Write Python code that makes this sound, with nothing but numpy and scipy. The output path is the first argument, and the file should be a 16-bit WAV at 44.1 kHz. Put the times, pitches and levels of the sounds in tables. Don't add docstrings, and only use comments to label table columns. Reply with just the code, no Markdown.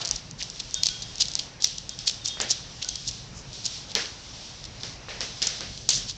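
import sys
import numpy as np
from scipy import signal
from scipy.fft import rfft, irfft, next_fast_len
from scipy.io import wavfile
from scipy.ndimage import uniform_filter1d, map_coordinates

SR = 44100
rng = np.random.default_rng(int(sys.argv[2]) if len(sys.argv) > 2 else 0)


def magnitude_from_level(level_db):
    exponent = np.asarray(level_db, float) / 20
    return 10 ** exponent


def file_out(sig):
    cols = np.atleast_2d(sig).T
    lim = np.clip(cols, -1, 1)
    pcm = np.round(lim * 32767).astype(np.int16)
    wavfile.write(sys.argv[1], SR, pcm)


N = 272097

# (frequency [Hz], density [dB per Hz])
BRIGHT_COLOUR = [(710, -43.5), (1200, -24.5), (1280, -27.5), (2110, -16), (2670, -7.5), (3460, -1.5),
                 (3790, -1), (5840, 1), (6790, -8), (7820, -8), (8790, -8.5), (11400, -38.5), (19300, -120)]


def along(points, hz):
    f, v = np.transpose(points)
    return np.interp(np.log(hz + 1), np.log(f + 1), v)


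def curves(rows):
    s, *columns = np.transpose(rows)
    return [np.interp(np.arange(N) / SR, s, column) for column in columns]


def wobble(rate):
    knots = rng.standard_normal(int(N * rate / SR) + 4)
    return map_coordinates(knots, [np.arange(N) * rate / SR])


def coloured(x, spectrum):
    m = next_fast_len(N + 8192)
    gain = magnitude_from_level(along(spectrum, np.fft.rfftfreq(m, 1 / SR)))
    return irfft(rfft(x, m) * gain, m)[:N]


def rush(spectrum, patchy_db):
    z = signal.stft(rng.standard_normal(N + 512), nperseg=512)[2]
    patches = uniform_filter1d(rng.standard_normal(z.shape), size=6, axis=0)
    patches = uniform_filter1d(patches, size=8, axis=1)
    noise = signal.istft(z * magnitude_from_level(patchy_db * patches / patches.std()), nperseg=512)[1][:N]
    x = coloured(noise, spectrum)
    return x / x.std()


def add(track, s, sound):
    start = round(s * SR)
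    part = track[max(start, 0):][:len(sound) + min(start, 0)]
    part += sound[max(-start, 0):][:len(part)]


def resonant(x, hz, width_hz):
    centre_hz, q = np.clip(hz, 100, 12000), np.clip(hz / width_hz, .3, 50)
    return signal.lfilter(*signal.iirpeak(centre_hz, q, SR), x)


def highpass(x, order, hz):
    return signal.sosfilt(signal.butter(order, hz, "high", fs=SR, output="sos"), x)


def contacts():
    # (time [s], first claw peak [dB], ring [Hz], second claw against the first [dB])
    pairs = [(.0563, -11, 5120, -11), (.1118, -2, 5890, -18), (.1596, -18, 5610, -3),
             (.8344, -1, 4980, -19), (.8682, -4, 5100, -13), (.8875, -11, 4450, -6),
             (1.0218, -17, 4690, -4), (1.2053, -11, 5210, -2), (1.2096, -8, 5160, -4),
             (1.2215, -9, 5100, -4), (1.3928, -11, 4500, 1), (1.6441, -1.8, 5160, -8),
             (1.8934, -14, 5980, -11), (2.0771, -6, 4700, -1), (2.0958, -12, 4800, -6),
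             (2.2581, -14, 5290, -4), (2.415, -9, 6720, -9), (2.5129, -11, 5420, 2),
             (2.8263, -16, 4780, -1), (2.8884, -13, 5720, -4), (2.9563, -15, 5440, -4),
             (3.0786, -14, 5630, -5), (3.0885, -16, 5200, -2), (3.6616, -12, 5700, -3),
             (3.9524, -1.3, 4580, -16), (5.4194, -10, 4790, -4), (5.4263, -7, 4910, -8),
             (5.4706, -7, 5950, -4), (5.8901, -2, 5800, -2), (5.9025, -10, 6200, 1)]
    # (time [s], peak [dB], ring [Hz], rattle after it [dB])
    singles = [(.0505, -11, 4980, -13), (.0746, -13, 5420, -17), (.079, -15, 5310, -18),
               (.426, -12, 5110, -18), (.4314, -14, 5110, -15), (.5008, -17, 5410, -11),
               (.6046, -18, 4330, -6), (.7435, -9, 5600, -12), (.8588, -5, 5000, -13),
               (1.2011, -15, 4980, -8), (1.2162, -14, 5230, -7), (1.3539, -4, 5410, -15),
               (1.6232, -10, 5200, -16), (1.673, -15, 5540, -22), (1.9899, -17, 5210, -10),
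               (2.0734, -14, 4930, -5), (2.2786, -16, 6450, -10), (2.2846, -11, 5740, -15),
               (2.4021, -9, 4780, -19), (2.4108, -17, 3350, -9), (2.5056, -15, 5070, -3),
               (2.5088, -7, 5660, -6), (2.8468, -13, 5040, -18), (3.6556, -16, 5630, -6),
               (3.9615, -13, 3770, -14), (5.2072, -10, 5140, -17), (5.2159, -16, 4320, -12),
               (5.6079, -15, 5020, -18), (5.8956, -10, 5630, -9), (5.9439, -14, 5460, -25)]
    # (time [s], peak [dB], ring [Hz])
    brushes = [(.0157, -19, 4620), (.0899, -17, 5440), (.3116, -22, 5910), (.4082, -21, 4710),
               (.5601, -25, 4550), (.6002, -18, 5080), (.7102, -24, 5550), (.8297, -21, 4900),
               (.8447, -20, 5270), (1.157, -20, 5480), (1.1824, -19, 5090), (1.2552, -19, 4900),
               (1.2842, -16, 5200), (1.3169, -18, 5230), (1.337, -19, 4770), (1.4022, -20, 4280),
               (1.7839, -18, 5310), (2.1125, -19, 5450), (2.1436, -23, 5030), (3.1123, -22, 5550),
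               (3.5312, -23, 4900), (3.679, -23, 4670), (3.9172, -22, 4600), (4.023, -20, 4270),
               (4.0576, -21, 4480), (4.6413, -21, 4590), (4.8337, -19, 4320), (5.7765, -21, 4600),
               (5.8913, -5, 6300), (6.0976, -18, 4900)]
    second_claw_s, claw_spread_hz = .0025, 300
    pair_rattle_db, brush_rattle_db, rattle_scatter_db = -9, -9, 3.5
    clean_blow = 9.7

    firsts = [(s, db, hz, pair_rattle_db + under_db / clean_blow) for s, db, hz, under_db in pairs]
    notes = rng.standard_normal(len(pairs))
    seconds = [(s + second_claw_s, db + under_db, hz + claw_spread_hz * note, pair_rattle_db)
               for (s, db, hz, under_db), note in zip(pairs, notes)]
    light = [(s, db, hz, brush_rattle_db) for s, db, hz in brushes]
    touches = np.array(firsts + seconds + light)
    touches[:, 3] += rattle_scatter_db * rng.standard_normal(len(touches))
    return np.vstack([touches, singles])


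def claws():
    contact_s, push = .00015, .06
    out, t = np.zeros(N), np.arange(-SR // 500, SR // 60) / SR
    contact = np.exp(-.5 * (t / contact_s) ** 2)
    late = np.maximum(t - 2 * contact_s, 0)
    rattle_swell = np.exp(-(late / 0.0016) ** 2) * (1 - np.exp(-late / 0.000067))
    touches = contacts()
    for (s, db, hz, rattle_db), grit in zip(touches, rng.standard_normal((len(touches), len(t)))):
        horn = 1.08 * np.cos(2 * np.pi * hz * t + .25 * grit[0])
        hardness_db = -9 + 4 * (hz - 5000) / 1000
        edge = magnitude_from_level(hardness_db) * np.sin(2 * np.pi * 7800 * t)
        blow = (horn + edge + push) * contact

        chatter = grit * np.abs(grit[::-1])
        chatter = resonant(resonant(chatter, hz, width_hz=3600), hz, width_hz=3600)
        rattle = highpass(chatter, 3, .52 * hz) * rattle_swell
        rattle = magnitude_from_level(rattle_db + 6.5) * rattle / np.abs(rattle).max()
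        add(out, s + t[0], magnitude_from_level(db) * (blow + rattle))
    return out


def skids():
    # (time of the middle [s], rms
    # [dB], half length [s], centre [Hz])
    drags = [(0.02, -29, 0.01, 4000), (0.401, -35, 0.016, 4900), (0.416, -34, 0.014, 2910),
             (0.601, -28.5, 0.0072, 4500), (0.86, -25.5, 0.011, 4560), (0.876, -44, 0.0027, 4000),
             (1.03, -32.5, 0.007, 4400), (1.215, -20.5, 0.015, 4550), (1.391, -28, 0.002, 4850),
             (1.644, -25.5, 0.018, 5200), (1.783, -28, 0.0038, 4600), (2.068, -31, 0.006, 5200),
             (2.077, -22.5, 0.011, 4560), (2.09, -22, 0.0046, 4500), (2.255, -25, 0.0079, 4970),
             (2.277, -24, 0.0044, 6500), (2.427, -35, 0.024, 6700), (2.511, -21.5, 0.017, 5400),
             (2.826, -27.5, 0.0069, 3570), (3.083, -25.5, 0.013, 5270), (3.658, -27, 0.011, 4940),
             (3.383, -43, 0.042, 6000), (3.775, -54, 0.033, 4770), (3.909, -38, 0.025, 4100),
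             (4.871, -39, 0.088, 4730), (0.743, -12.5, 0.00095, 7850), (4.655, -36, 0.0065, 4600),
             (5.791, -56, 0.0074, 4470), (5.952, -26, 0.044, 5900), (6.098, -30, 0.019, 4680)]
    out, t = np.zeros(N), np.arange(-SR // 6, SR // 6) / SR
    for (s, db, half, hz), (grit, jerk) in zip(drags, rng.standard_normal((len(drags), 2, len(t)))):
        slips = magnitude_from_level(26 * uniform_filter1d(jerk, size=40))
        drag = resonant(resonant(grit * slips, hz, width_hz=3300), hz, width_hz=3300)
        drag = highpass(drag, 5, .62 * hz)
        swell = np.exp(-(t / half) ** 2)
        add(out, s + t[0], magnitude_from_level(db) * swell * drag / drag.std())
    return out


def tags():
    # (time [s], length [s], big tag [dB], middle tag [dB], small tag [dB])
    clinks = [(.743, .085, -60, -39, -30), (.76, .05, -49, -65, -65), (.89, .1, -47, -36, -56),
              (.99, .18, -65, -43, -60), (1.895, .07, -58, -45, -43), (1.98, .06, -65, -48, -47),
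              (2.213, .05, -65, -60, -42), (2.278, .12, -65, -60, -32), (2.295, .09, -65, -36, -60),
              (2.415, .09, -65, -39, -41), (2.53, .09, -65, -52, -44), (2.848, .04, -44, -60, -60),
              (2.89, .14, -65, -42, -60)]
    # (frequency [Hz], level [dB], t60 [s])
    discs = [
        [(1490, 0, .5), (6546, -2, .6)],
        [(3268, 0, 1.1)],
        [(3655, 0, .6), (7644, -6, .12), (8420, -7, .08)],
    ]
    out, t = np.zeros(N), np.arange(SR // 3) / SR
    for s, length, *levels in clinks:
        onset = 1 - np.exp(-t / .002)
        free = onset / (1 + np.exp(np.clip((t - length) / .006, -50, 50)))
        for db, modes in zip(levels, discs):
            for hz, mode_db, t60 in modes:
                turn, sway, phase = rng.random(size=3)
                swing = magnitude_from_level(3.5 * np.sin(2 * np.pi * ((16 + 14 * turn) * t + sway)))
                cycles = hz * t + .06 * np.sin(2 * np.pi * (11 * t + turn)) + phase
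                ring = magnitude_from_level(db + mode_db - 60 * t / t60) * np.sin(2 * np.pi * cycles)
                add(out, s, ring * swing * free)
    return out


def palms():
    # (time [s], peak below 2 kHz [dB], t60 [s], first contact [dB])
    slaps = [
        (1.641, -44, 0.3, 12),
        (2.372, -34, 0.37, 11.5),
        (2.402, -21.5, 0.48, 8),
        (3.952, -18, 0.46, -16),
        (4.834, -29.5, 0.34, 4),
        (5.085, -27.5, 0.68, 10.5),
        (5.207, -25.5, 0.39, 1),
        (5.419, -27, 0.79, 3.5),
        (5.607, -26, 0.37, 2.5),
        (5.89, -31, 0.68, 12.5),
    ]
    # (frequency [Hz], density [dB per Hz])
    dull_colour = [(120, -24.5), (200, 2), (269, -6), (474, 2.5), (916, -5), (1180, -5.5), (1700, 1),
                   (5000, -4), (6500, -18.5), (11000, -120)]
    knocks, power, t = np.zeros(N), np.zeros(N), np.arange(SR // 2) / SR
    for s, db, t60, knock_db in slaps:
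        add(knocks, s, magnitude_from_level(db + knock_db - 60 * t / 0.0028) * np.sin(2 * np.pi * 1300 * t))
        add(power, s, magnitude_from_level(2 * (db - 7.5 - 60 * t / t60)) * (1 - np.exp(-t / 0.0038)))
    return knocks + np.sqrt(power) * rush(dull_colour, patchy_db=.7)


def room():
    # (time [s], starting rms [dB])
    tails = [(.05, -46), (0.11, -35), (.425, -36.5), (0.744, -35.5), (.834, -32.5), (.868, -31.5),
             (1.209, -31), (1.354, -35), (1.395, -37), (1.602, -35.5), (1.645, -28.5), (1.892, -41),
             (1.99, -36.5), (2.076, -31), (2.259, -31), (2.401, -32), (2.512, -31), (2.826, -38.5),
             (2.888, -35.5), (3.085, -53), (3.534, -37), (3.661, -36), (3.956, -26.5), (4.835, -39.5),
             (5.087, -39), (5.21, -30.5), (5.424, -25.5), (5.471, -32.5), (5.608, -40.5), (5.89, -20.5)]
    t60_s = 0.56
    power, t = np.zeros(N), np.arange(SR // 2) / SR
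    for s, db in tails:
        add(power, s, magnitude_from_level(2 * (db - 60 * t / t60_s)) * (1 - np.exp(-t / 0.0027)))
    return np.sqrt(power) * rush(BRIGHT_COLOUR, patchy_db=.8)


def scuffs():
    # (time [s], level [dB])
    stir = [(0, -38), (.15, -38.5), (.22, -48.5), (.41, -53), (.57, -41), (.84, -43), (1.32, -40.5),
            (1.44, -59.5), (1.8, -46), (2.34, -49.5), (3.13, -38), (3.35, -51), (3.76, -35.5), (3.9, -47.5),
            (4.47, -41), (4.93, -51.5), (5.48, -38), (6.17, -48)]
    stir_db, = curves(stir)
    return magnitude_from_level(stir_db) * rush(BRIGHT_COLOUR, patchy_db=1)


def house():
    # (time [s], murmur [dB], appliance rumble [dB])
    house_level = [(0, -40.5, -44), (.15, -47.5, -46), (.25, -50.5, -45), (2.7, -51, -46.5),
                   (3.5, -50.5, -43.5), (4.4, -49.5, -47), (4.67, -50.5, -44), (5.53, -48.5, -45.5),
                   (5.9, -54.5, -44), (6, -51, -39.5), (6.17, -53, -47)]
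    # (frequency [Hz], density [dB per Hz])
    murmur_colour = [(150, -16), (250, 1), (383, -3.5), (730, 1.5), (1230, -2.5), (2340, -3.5),
                     (3000, -3.5), (3900, -22), (6600, -120)]
    rumble_colour = [(11, -34.5), (18, -9), (48, 3.5), (81, -1.5), (123, 4), (334, -14), (500, -13.5),
                     (650, -17.5), (1100, -120)]
    murmur_db, rumble_db = curves(house_level)
    sway_db = 1.33 * wobble(rate=4.66)
    murmur = magnitude_from_level(murmur_db + sway_db) * rush(murmur_colour, patchy_db=1.0)
    return murmur + magnitude_from_level(rumble_db) * rush(rumble_colour, patchy_db=-1.5)


def scene():
    dog = claws() + skids() + tags() + scuffs()
    return (dog + palms() + room() + house())[None]


def top_cut(x):
    return signal.sosfilt(signal.butter(12, 15700, fs=SR, output="sos"), x)


def record(dry):
    # (frequency [Hz], gain [dB])
    band_limit = [(7200, -1.5), (8200, -15.5), (8800, -25), (9300, -49.5), (9800, -120)]
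    clip_level = .69
    heard = np.clip(coloured(dry[0], band_limit), -clip_level, clip_level)[None]
    return top_cut(heard)


dry = scene()
out = record(dry)
file_out(out)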